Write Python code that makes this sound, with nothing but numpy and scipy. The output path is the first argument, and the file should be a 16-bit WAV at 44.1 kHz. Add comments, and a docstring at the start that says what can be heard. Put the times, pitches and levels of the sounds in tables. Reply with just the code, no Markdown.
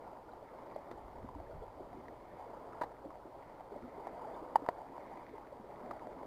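"""Sea lapping on a rocky shore

Heard from above the rocks, on the microphone of a small camera in a closed case. The wash swells and
sinks, foam hisses, air pockets gurgle in the clefts and spray pings on the water. Close by, handled
fishing gear clicks and knocks, and one gust brushes past. The case muffles the sound above 1 kHz."""
import sys
import numpy as np
from scipy import signal
from scipy.io import wavfile
from scipy.ndimage import uniform_filter1d

SR = 44100
rng = np.random.default_rng(int(sys.argv[2]) if len(sys.argv) > 2 else 0)


def dump(signal):
    """Clip the signal to [-1, 1] and save it as 16-bit WAV at the path in sys.argv[1]."""
    limited = np.clip(np.atleast_2d(signal).T, -1, 1)
    pcm = np.round(limited * 32767).astype(np.int16)
    wavfile.write(sys.argv[1], SR, pcm)


N = 276066


def amp(db):
    """Decibels to gain."""
    return 10 ** (np.asarray(db) / 20)


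def unit(x):
    """Scales to rms 1."""
    return x / np.sqrt(np.mean(x ** 2) + 1e-20)


def decay(t, t60):
    """Falls by 60 dB in t60 seconds."""
    return np.exp(-np.log(1000) * t / t60)


def level_at(spectrum, hz):
    """Level of a spectrum in dB, interpolated along log frequency."""
    freqs, db = np.transpose(spectrum)
    return np.interp(np.log(hz + 1), np.log(freqs), db)


def add(mix, start, sound):
    """Lays a sound into the mix, start seconds in."""
    part = mix[max(round(start * SR), 0):][:len(sound)]
    part += sound[:len(part)]


def colour(x, spectrum):
    """Minimum-phase filter with the given spectrum."""
    hz = abs(np.fft.fftfreq(4096, 1 / SR))
    log_gain = np.log(amp(level_at(spectrum, hz)))
    taps = np.fft.ifft(np.exp(np.conj(signal.hilbert(log_gain)))).real
    return signal.oaconvolve(x, taps[:len(taps) // 2])[:N]


def noise(spectrum, patchy_db):
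    """Coloured noise whose level drifts in patches of time and frequency."""
    frames = dict(fs=SR, nperseg=1024, noverlap=768)
    hz, _, bins = signal.stft(rng.standard_normal(N), **frames)
    patches = uniform_filter1d(rng.standard_normal(bins.shape), size=8, axis=0)
    patches = unit(uniform_filter1d(patches, size=8, axis=1))
    bins *= amp(level_at(spectrum, hz)[:, None] + patchy_db * patches)
    return unit(signal.istft(bins, **frames)[1][:N])


def impulses(per_s, spread_db):
    """Random impulses: many small, a few large."""
    size = amp(spread_db * np.minimum(rng.exponential(1, N), 4))
    return size * rng.choice([-1, 1], N) * (rng.random(N) < per_s / SR)


def swell(crest, length, rise_share=0.38):
    """A lopsided bell that builds to 1 at the crest and drains away more slowly."""
    t = (np.arange(N) / SR - crest) / length
    width = np.where(t < 0, rise_share, 1 - rise_share)
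    return np.exp(-.5 * (t / width) ** 2)


# waves on the rocks below: (crest time [s], length [s], water [dB], foam [dB], churning [dB])
WAVES = [(0.038, 0.13, -51.5, -76, -75), (0.685, 0.6, -55.5, -72, -61.5), (1.42, 0.43, -56.5, -79, -71),
         (1.987, 0.4, -62, -75.5, -58.5), (2.346, 0.19, -67, -70, -65), (2.595, 0.6, -53, -77, -60),
         (3.48, 0.19, -74, -71, -77), (3.966, 0.6, -56.5, -71, -57), (4.33, 0.69, -49.5, -75, -63.5),
         (5.123, 0.47, -59, -67.5, -58.5), (5.877, 0.42, -52.5, -70.5, -57.5), (6.22, .14, -53, -77, -59)]
def lapping(calm_db=(-55, -78.5, -65)):
    """Levels of running water, foam and churning: each wave adds its power to the calm between waves."""
    power = amp(calm_db)[:, None] ** 2
    for crest, length, *levels_db in WAVES:
        power = power + (amp(levels_db)[:, None] * swell(crest, length)) ** 2
    return np.sqrt(power)


# water, foam and clefts as heard from above, through the case: (frequency [Hz], relative level [dB])
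WATER_SPECTRUM = [(150, -18), (290, -15), (420, -4.5), (600, 0.5), (760, -1.5), (930, 1), (1120, -10.5),
                  (1350, -14.5), (1650, -23.5), (2400, -38), (5000, -57)]
FOAM_SPECTRUM = [(900, -25.5), (1500, 0), (1850, 6.5), (2150, 6.5), (2450, -3), (2850, -19.5), (3500, -12),
                 (4700, -17), (6000, -43), (12000, -39)]
CLEFT_SPECTRUM = [(90, -20.5), (170, -7), (260, -1), (380, -1), (520, -7.5), (900, -37), (2000, -64)]
def wash(splash_db=-12, fizz_db=-7):
    """Water and foam rush over the rocks, splashing and fizzing, above a deep churning in the clefts."""
    water = noise(WATER_SPECTRUM, patchy_db=2.5)
    water += amp(splash_db) * unit(colour(impulses(per_s=240, spread_db=2.5), WATER_SPECTRUM))
    foam = noise(FOAM_SPECTRUM, patchy_db=1.5)
    foam += amp(fizz_db) * unit(colour(impulses(per_s=160, spread_db=12), FOAM_SPECTRUM))
    churn = noise(CLEFT_SPECTRUM, patchy_db=2.5)
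    water_level, foam_level, churn_level = lapping()
    return water_level * unit(water) + foam_level * unit(foam) + churn_level * churn


def bubble(hz, t60, rise=0.15, onset_s=0.0035):
    """A pocket of air rings, rising in pitch as it nears the surface."""
    t = np.arange(SR // 6) / SR
    pitch = hz * (1 + rise * t / t60)
    ring = np.sin(2 * np.pi * np.cumsum(pitch) / SR)
    ring *= (1 - np.exp(-t / onset_s)) * decay(t, t60)
    return ring / abs(ring).max()


# large air pockets down among the rocks: (time [s], level [dB], starting pitch [Hz])
AIR_POCKETS = [(.758, -45, 653), (1.239, -45, 258), (1.353, -44, 291), (1.618, -43.5, 440),
               (1.804, -44, 371), (1.964, -49, 334), (3.042, -40.5, 539), (3.054, -44.5, 293),
               (3.251, -47, 313), (3.71, -42, 399), (3.759, -40.5, 569), (3.828, -43.5, 244),
               (3.976, -42.5, 384), (4.415, -44, 322), (4.615, -44.5, 275), (4.893, -49.5, 268),
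               (5.334, -42.5, 410), (5.52, -43, 578), (5.593, -49, 212), (5.828, -48, 241)]
def gurgles(ring_cycles=34, level_wobble=0.53, pitch_wobble=0.055):
    """Large pockets glug one by one, wobbling as the water kneads them; deep ones ring longer."""
    out = np.zeros(N)
    smoothing = signal.windows.hann(SR // 160)
    for start, db, hz in AIR_POCKETS:
        t60 = ring_cycles / hz
        squeeze = unit(signal.oaconvolve(rng.standard_normal(SR // 6), smoothing, "same"))
        bend = unit(signal.oaconvolve(rng.standard_normal(SR // 6), smoothing, "same"))
        kneaded = bubble(hz * (1 + pitch_wobble * bend), t60) * (1 + level_wobble * squeeze)
        add(out, start, amp(db) * bubble(hz, t60).std() * unit(kneaded))  # kneading keeps the energy
    return out


def small_bubbles(relative_db=-12, low_hz=280, high_hz=1400, ring_cycles=26, db_per_octave=-1):
    """Small bubbles ring at random, swelling and sinking with the running water."""
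    out = np.zeros(N)
    for hz in np.geomspace(low_hz, high_hz, num=24):
        rings = signal.oaconvolve(impulses(per_s=4, spread_db=1), bubble(hz, ring_cycles / hz))[:N]
        out += amp(db_per_octave * np.log2(hz / low_hz)) * rings
    water_level = lapping()[0]
    return amp(relative_db) * water_level * unit(out)


# drops landing on the water below: (time [s], peak level [dB], starting pitch [Hz])
SPRAY_DROPS = [(0.288, -54, 1460), (0.316, -69.5, 3820), (.745, -67.5, 4300), (1.466, -59, 1820),
               (1.625, -72, 3420), (4.343, -65, 3580)]
def spray(t60=0.03, pitch_wobble=0.057):
    """Spray falls back with faint, unsteady pings."""
    out = np.zeros(N)
    for start, db, hz in SPRAY_DROPS:
        bend = unit(uniform_filter1d(rng.standard_normal(SR // 6), size=60))
        add(out, start, amp(db) * bubble(hz * (1 + pitch_wobble * bend), t60))
    return out


def gear_ring(t, hz, t60, onset_s=0.00065, seat_s=0.0078, damping_s=0.00042, octave_db=-27):
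    """A piece of gear rings for a few cycles, then stops short as it seats."""
    phase = 2 * np.pi * hz * t
    ring = np.sin(phase) + amp(octave_db) * np.sin(2 * phase)  # one-sided contact adds the octave
    seating = .5 * (1 - np.tanh((t - seat_s) / damping_s))
    ring *= (1 - np.exp(-t / onset_s)) * decay(t, t60) * seating
    return ring / abs(ring).max()


# modes of the case around the microphone: (frequency [Hz], relative level [dB], t60 [s])
CASE_MODES = [(330, -47, 0.02), (700, 9.5, 0.024), (951, 14.5, 0.016), (1260, 3.5, 0.015),
              (1630, -2.5, 0.011), (2050, -57, 0.0087), (3530, -54, 0.0012)]
# close clicks, ahead of the wall: (time [s], ring level [dB], pitch [Hz], t60 [s], knock level [dB])
GEAR_CLICKS = [(.3347, -40.5, 755, 0.029, -59), (.7615, -31, 646, 0.021, -58),
               (0.9142, -37, 520, 0.0071, -48), (1.2887, -37, 994, .023, -51),
               (1.3494, -41.5, 930, .025, -58), (1.4013, -37.5, 734, .02, -50),
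               (1.9304, -39, 740, 0.014, -49), (2.083, -44.5, 1820, 0.0055, -41),
               (2.732, -43, 1280, 0.029, -46), (2.8145, -30, 566, 0.007, -29.5),
               (2.818, -25.5, 1180, 0.005, -33), (2.8199, -31.5, 970, 0.034, -49),
               (2.8352, -30.5, 860, 0.047, -40), (3.1048, -41, 1110, .018, -53),
               (3.6073, -40.5, 770, .028, -52), (4.0703, -31.5, 775, 0.012, -39),
               (4.5573, -12, 878, 0.028, -25.5), (4.664, -39, 1140, 0.0081, -36),
               (4.6883, -22.5, 673, 0.0053, -18), (4.9798, -35.5, 820, .013, -47),
               (5.3814, -43, 884, 0.043, -43), (5.9106, -34.5, 1196, 0.043, -31),
               (6.0707, -34, 654, 0.012, -44), (6.231, -40, 875, 0.031, -40)]
# brief scrapes on the case, ahead of the wall: (time [s], level [dB])
GEAR_SCRAPES = [(.9126, -39), (2.8118, -37.5), (2.8209, -35.5), (2.833, -39), (2.8378, -37.5),
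                (4.5574, -40), (4.6875, -39), (5.912, -45)]
# what the wall of the case passes on to the microphone: (frequency [Hz], gain [dB])
CASE_WALL = [(70, -6.5), (200, -2.5), (550, 0), (950, -1), (1400, -5), (1950, 2.5), (2500, -8), (3200, -8),
             (3800, 5), (5500, -1.5)]
def fishing_gear(knock_onset_s=0.0004, scrape_t60=0.048, tick_db=-43, tick_count=12):
    """Gear handled close to the microphone rings, and knocks, scrapes and ticks on the case."""
    out = np.zeros(N)
    t = np.arange(SR // 20) / SR
    case = sum(amp(db) * np.sin(2 * np.pi * hz * t) * decay(t, t60) for hz, db, t60 in CASE_MODES)
    knock = case * (1 - np.exp(-t / knock_onset_s))
    knock /= abs(knock).max()
    for start, ring_db, hz, t60, knock_db in GEAR_CLICKS:
        add(out, start, amp(ring_db) * gear_ring(t, hz, t60) + amp(knock_db) * knock)
    for start, db in GEAR_SCRAPES:
        rub = unit(signal.oaconvolve(rng.standard_normal(len(t)), case)[:len(t)])
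        add(out, start, amp(db) * rub * decay(t, scrape_t60))
    for start in rng.random(tick_count) * N / SR:
        add(out, start, amp(tick_db) * knock)
    return colour(out, CASE_WALL)


# wind right on the case: (frequency [Hz], relative level [dB])
WIND_SPECTRUM = [(15, -14.5), (30, 0), (46, 2.5), (70, -1.5), (105, -3.5), (170, -11.5), (300, -32),
                 (800, -69)]
# buffets within the gust: (time [s], level [dB])
GUST_BUFFETS = [(1.06, -58.5), (1.24, -53.5), (1.37, -53.5), (1.57, -50.5), (1.96, -62)]
def wind(draught_db=-70.5, gust_db=-62, evenness=0.6):
    """A light draught flutters on the case, and one buffeting gust brushes past."""
    flutter = noise(WIND_SPECTRUM, patchy_db=2.5)
    eddy_power = abs(uniform_filter1d(flutter ** 2, size=3000)) + 1e-6
    flutter = unit(flutter / eddy_power ** (evenness / 2))  # eddies of like strength
    gust = amp(gust_db) * swell(crest=1.35, length=1.07)
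    buffet_power = sum((amp(db) * swell(crest, length=0.093)) ** 2 for crest, db in GUST_BUFFETS)
    return np.sqrt(amp(draught_db) ** 2 + gust ** 2 + buffet_power) * flutter


# low tones behind the water: (frequency [Hz], level [dB])
DRONE_TONES = [(47, -73.5), (58, -76.5), (120, -74)]
def drone(waver_hz=4):
    """A faint, low drone, each tone wavering in pitch on its own."""
    out = np.zeros(N)
    for hz, db in DRONE_TONES:
        drift = unit(uniform_filter1d(rng.standard_normal(N), size=5000))
        out += amp(db) * unit(np.sin(2 * np.pi * np.cumsum(hz + waver_hz * drift) / SR))
    return out


# the bed of noise at the microphone: (frequency [Hz], relative level [dB])
BACKGROUND_SPECTRUM = [(40, 23), (150, 24), (300, 28), (700, 26), (1500, 8.5), (2800, 5), (4500, 2),
                       (6500, -5), (11000, -7), (15500, -5)]
def background(level_db=-64):
    """A steady, dull hiss lies under the shore."""
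    return amp(level_db) * noise(BACKGROUND_SPECTRUM, patchy_db=1)


def scene():
    """Sea below, gear close by and the air around, in mono at one microphone."""
    sea = wash() + gurgles() + small_bubbles() + spray()
    return (sea + fishing_gear() + wind() + drone() + background())[None]


def record(dry, slip_hz=3900, slip_samples=0.29, jitter_samples=0.14, cutoff_hz=15600):
    """The camera's slightly uneven sample timing mirrors the sound into the treble; a low-pass follows."""
    phase = 2 * np.pi * slip_hz * np.arange(N) / SR
    sawtooth = sum(np.sin(k * phase) / k for k in range(1, 5))
    jitter = unit(uniform_filter1d(rng.standard_normal(N), size=2))
    timing_error = slip_samples * sawtooth + jitter_samples * jitter
    mirrored = dry + timing_error * np.gradient(dry, axis=1)
    lowpass = signal.firwin(511, cutoff_hz, window=("kaiser", 9), fs=SR)
    return signal.oaconvolve(mirrored, lowpass[None], "same")


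dry = scene()
out = record(dry)
dump(out)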